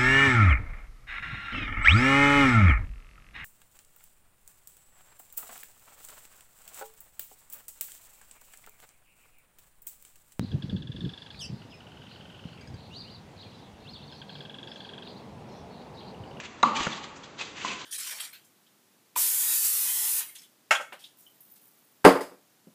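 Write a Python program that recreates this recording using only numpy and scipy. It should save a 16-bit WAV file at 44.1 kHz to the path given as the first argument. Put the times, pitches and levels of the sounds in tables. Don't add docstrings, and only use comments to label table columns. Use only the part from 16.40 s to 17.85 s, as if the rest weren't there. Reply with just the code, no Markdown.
import sys
import numpy as np
from scipy import signal
from scipy.fft import rfft, irfft
from scipy.io import wavfile
from scipy.ndimage import uniform_filter1d

SR = 44100
rng = np.random.default_rng(int(sys.argv[2]) if len(sys.argv) > 2 else 0)


def amplitude_ratio(level_db):
    exponent = np.asarray(level_db, float) / 20
    return 10 ** exponent


def output_pcm(signal):
    pcm = np.clip(np.atleast_2d(signal).T, -1, 1) * 32767
    wavfile.write(sys.argv[1], SR, np.round(pcm).astype(np.int16))


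N = 63945
T = np.arange(N) / SR

# (frequency [Hz], density [dB per Hz])
TOWN_SPECTRUM = [(15, -53), (25, -16), (130, -0.5), (328, -1), (450, -2), (648, -5), (867, -7.5),
                 (933, -4.5), (8300, -23.5), (10800, -67.5), (18300, -120)]
# (frequency [Hz], t60 [s], level [dB])
YARD_DECAY = [(130, 0.94, -21.5), (250, 0.57, -19), (463, 1.6, -21.5), (1000, 1.0, -18.5),
              (2150, .9, -16.5), (3780, 0.38, -15.5), (7560, 0.55, -11)]
# (frequency [Hz], density [dB per Hz])
GRIT_SPECTRUM = [(59, -60), (100, -28.5), (243, -7.5), (590, -9), (1130, -6.5), (1600, -5.5), (2540, -9),
                 (7290, -11.5), (8300, -16.5), (10800, -68.5), (18300, -120)]
# (peak time [s], level [dB], rise [s], fall [s], rubber resonance [Hz])
SCUFFS = [(.0, -38.5, .01, 0.014, 2470), (0.057, -40.5, 0.021, .012, 2650),
          (0.37, -30, 0.017, 0.0086, 2880), (0.406, -39.5, 0.036, 0.029, 3500),
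          (0.438, -33, 0.036, 0.036, 2600), (0.53, -39.5, 0.018, 0.013, 3440),
          (0.574, -42.5, 0.023, .02, 3600), (0.645, -41, 0.018, 0.01, 3380),
          (.772, -49.5, 0.015, .012, 7000), (.843, -46.5, 0.012, 0.019, 3630),
          (1.001, -37, .017, .008, 3300), (1.014, -34.5, 0.0071, 0.02, 3180), (1.071, -48, .03, .05, 3400),
          (1.181, -41, 0.021, 0.031, 2560), (1.217, -42.5, 0.016, 0.023, 2550),
          (1.256, -45.5, 0.017, 0.0052, 6500), (1.285, -36, 0.045, 0.018, 2900),
          (1.324, -37.5, 0.028, 0.028, 2660), (1.412, -44, .04, 0.066, 3550)]
# (time [s], level [dB], pitch [Hz], length [s])
SQUEAKS = [
    (.36, -35.5, 2363, 0.023),
    (.523, -34, 3458, .012),
    (.835, -51.5, 3330, 0.012),
    (.993, -40, 2750, 0.012),
    (1.007, -34, 2565, .02),
    (1.008, -42, 3760, 0.014),
    (1.279, -38, 2880, 0.016),
    (1.299, -38, 2565, 0.017),
    (1.317, -33.5, 2450, .013),
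]
# (frequency [Hz], level [dB], t60 [s])
ASPHALT_MODES = [(220, -9, .12), (291, -10, 0.089), (727, -12, .025), (1030, 3.5, .05), (1100, -8, .04),
                 (1960, -8, 0.031), (2700, -10, .012), (6500, -8, 0.01)]
# (time [s], level [dB])
BOUNCES = [
    (1.2478, -26.5),
    (1.2595, -34),
]
# (frequency [Hz], level [dB], t60 [s])
NET_MODES = [(135, -30, .1), (320, 1, 0.027), (700, -5, .02), (1200, -2.5, .015), (1730, 1.5, 0.029),
             (3000, -13, .006), (4450, -2, .005), (6500, -0.5, .005)]
# (time [s], level [dB])
NET_HITS = [
    (.4035, -32.5),
    (.409, -32.5),
    (.4672, -29.5),
    (.4715, -28.5),
]
# (time [s], level [dB], pitch [Hz], length [s])
NET_THUMPS = [
    (.356, -36, 240, .025),
    (.402, -42, 60, 0.032),
    (.404, -30.5, 250, 0.01),
    (.4035, -30, 1000, .004),
    (.4672, -24.5, 1438, 0.0072),
    (.4675, -27, 927, 0.0063),
    (.468, -28.5, 543, 0.012),
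    (.4705, -24, 197, .009),
]
# (frequency [Hz], width [Hz], level [dB])
POCK_RESONANCES = [(243, 140, -6), (600, 330, -4.5), (929, 240, 5), (1130, 240, 7), (1620, 1000, -7.5),
                   (2750, 670, -6), (3810, 840, -7), (6500, 1400, -14.5)]
# (frequency [Hz], level [dB], t60 [s])
STRING_MODES = [(1610, -10, 0.01), (2800, -9, 0.009), (3720, 1.5, .016), (4810, -6, 0.0041),
                (6230, -8, 0.012)]
# (frequency [Hz], level [dB], t60 [s])
FRAME_MODES = [(242, -15, 0.16), (347, -20.5, 0.022), (475, -3, 0.014), (592, -22.5, 0.61),
               (712, -5.5, 0.032), (800, 1, .02), (912, -5.5, 0.043), (1396, -1.5, 0.033),
               (1580, -3.5, 0.013), (1710, -10, 0.014), (2087, -7, 0.031)]
# (time [s], level [dB], pitch [Hz], length [s])
BALL_RINGS = [
    (.2326, -7.5, 1000, 0.00376),
    (.2362, -8.5, 1156, 0.0094),
    (0.245, -17.5, 1000, 0.011),
    (0.257, -19.5, 1130, 0.012),
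]
MIC_DIPS_HZ = (5400, 7710, 8320)

RACKET_S, RACKET_DB, RACKET_CONTACT_S = .2305, -12.5, 0.00059
SNAP_S, SNAP_DB, SNAP_LENGTH_S, FELT_DB = .2287, -18, .003, -22
GRAIN_DB, RUB_WIDTH, RUB_DB, PATCHY_DB = 1.6, 0.8, -5, 0.9
TOWN_DB, YARD_ONSET_S, BALL_LOW_CUT_HZ = -48.5, .014, 146
SCUFF_WET_DB, RING_WET_DB = -1, -11


def level(x, db):
    return x * amplitude_ratio(db) / np.sqrt(np.mean(x ** 2))


def colour(x, points):
    hz, db = np.array(points).T
    f = np.maximum(np.fft.rfftfreq(N, 1 / SR), 1)
    gain_db = np.interp(np.log(f), np.log(hz), db, left=-60, right=-60)
    return irfft(rfft(x) * amplitude_ratio(gain_db), N)


def band(x, hz, width_hz):
    return signal.lfilter(*signal.iirpeak(hz, hz / width_hz, SR), x)


def double_band(x, hz, width_hz):
    return band(band(x, hz, width_hz), hz, width_hz)


def walk(rate_hz):
    k = int(SR / rate_hz)
    return level(uniform_filter1d(uniform_filter1d(rng.standard_normal(N), k), k), 0)


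def strike(hits, modes, contact_s=0.00017):
    out = 0
    for at, db in hits:
        t = np.maximum(T - at, 0)
        swell = 1 - np.exp(-t / contact_s)
        for hz, mode_db, t60 in modes:
            balance, detune = rng.standard_normal(2)
            decay = amplitude_ratio(db + mode_db + 1.5 * balance - 60 * t / t60)
            out = out + decay * swell * np.sin(2 * np.pi * hz * (1 + .004 * detune) * t)
    return out


def bursts(rows):
    out = 0
    for at, db, hz, length in rows:
        u = np.clip((T - at) / length, 0, 1)
        swell = np.sqrt(np.abs(np.sin(np.pi * u ** 0.49))) * (u < 1)
        out = out + amplitude_ratio(db) * swell * np.sin(2 * np.pi * hz * (T - at))
    return out


def town():
    swell_db = 1.0 * walk(1) + 0.27 * walk(20)
    return level(colour(rng.standard_normal(N), TOWN_SPECTRUM) * amplitude_ratio(swell_db), TOWN_DB)


def yard(x):
    tail = 0
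    for hz, t60, db in YARD_DECAY:
        echoes = level(double_band(rng.standard_normal(N), hz, hz), db)
        tail = tail + echoes * amplitude_ratio(-60 * T / t60) / np.sqrt(t60 * SR / 14)
    tail = tail * (1 - np.exp(-(T / YARD_ONSET_S) ** 2))
    return signal.fftconvolve(x, tail)[:N]


def scuffs():
    clicks = rng.standard_normal(N) * amplitude_ratio(GRAIN_DB * rng.exponential(size=N))
    grit = level(colour(clicks, GRIT_SPECTRUM), 0)
    out = 0
    for at, db, rise, fall, hz in SCUFFS:
        push = np.where(T < at, np.exp(-((T - at) / rise) ** 2), np.exp(-np.abs(T - at) / fall))
        rub = level(double_band(clicks, hz, hz * RUB_WIDTH), RUB_DB)
        out = out + amplitude_ratio(db - 1.0) * push * (grit + rub)
    return out * amplitude_ratio(PATCHY_DB * walk(160))


def squeaks():
    return bursts(SQUEAKS) * amplitude_ratio(3.3 * walk(400))


def bounce():
    return strike(BOUNCES, ASPHALT_MODES)


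def net():
    return strike(NET_HITS, NET_MODES)


def pock():
    click = 1. * (np.arange(N) == int(RACKET_S * SR))
    return sum(level(double_band(click, hz, width), db - 40.5) for hz, width, db in POCK_RESONANCES)


def strings():
    times = SNAP_S + SNAP_LENGTH_S * np.linspace(0, 1, num=5)
    snap = strike([(s, SNAP_DB) for s in times], STRING_MODES)
    t = T - SNAP_S
    felt = rng.standard_normal(N) * (t > 0) * np.exp(-np.abs(t) / SNAP_LENGTH_S)
    return snap + amplitude_ratio(FELT_DB) * band(felt, 4500, 6000)


def racket():
    frame = strike([(RACKET_S, RACKET_DB)], FRAME_MODES, RACKET_CONTACT_S)
    return bursts(BALL_RINGS) + frame + strings()


def scene():
    low_cut = signal.butter(N=3, Wn=BALL_LOW_CUT_HZ, btype="high", fs=SR, output="sos")
    hits = signal.sosfilt(low_cut, bounce() + net())
    feet = scuffs()
    rings = bursts(NET_THUMPS) + squeaks()
    wet = yard(pock() + hits + amplitude_ratio(SCUFF_WET_DB) * feet + amplitude_ratio(RING_WET_DB) * rings)
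    direct = signal.sosfilt(low_cut, racket()) + hits + feet + rings
    return (direct + wet + town())[None]


def low_pass(x):
    return signal.sosfilt(signal.butter(12, 8740, fs=SR, output="sos"), x)


def record(dry):
    mix = signal.sosfilt(signal.ellip(8, 1, 60, 8060, fs=SR, output="sos"), dry)
    for hz in MIC_DIPS_HZ:
        mix = signal.lfilter(*signal.iirnotch(hz, 20, SR), mix)
    return low_pass(mix)


dry = scene()
out = record(dry)
output_pcm(out)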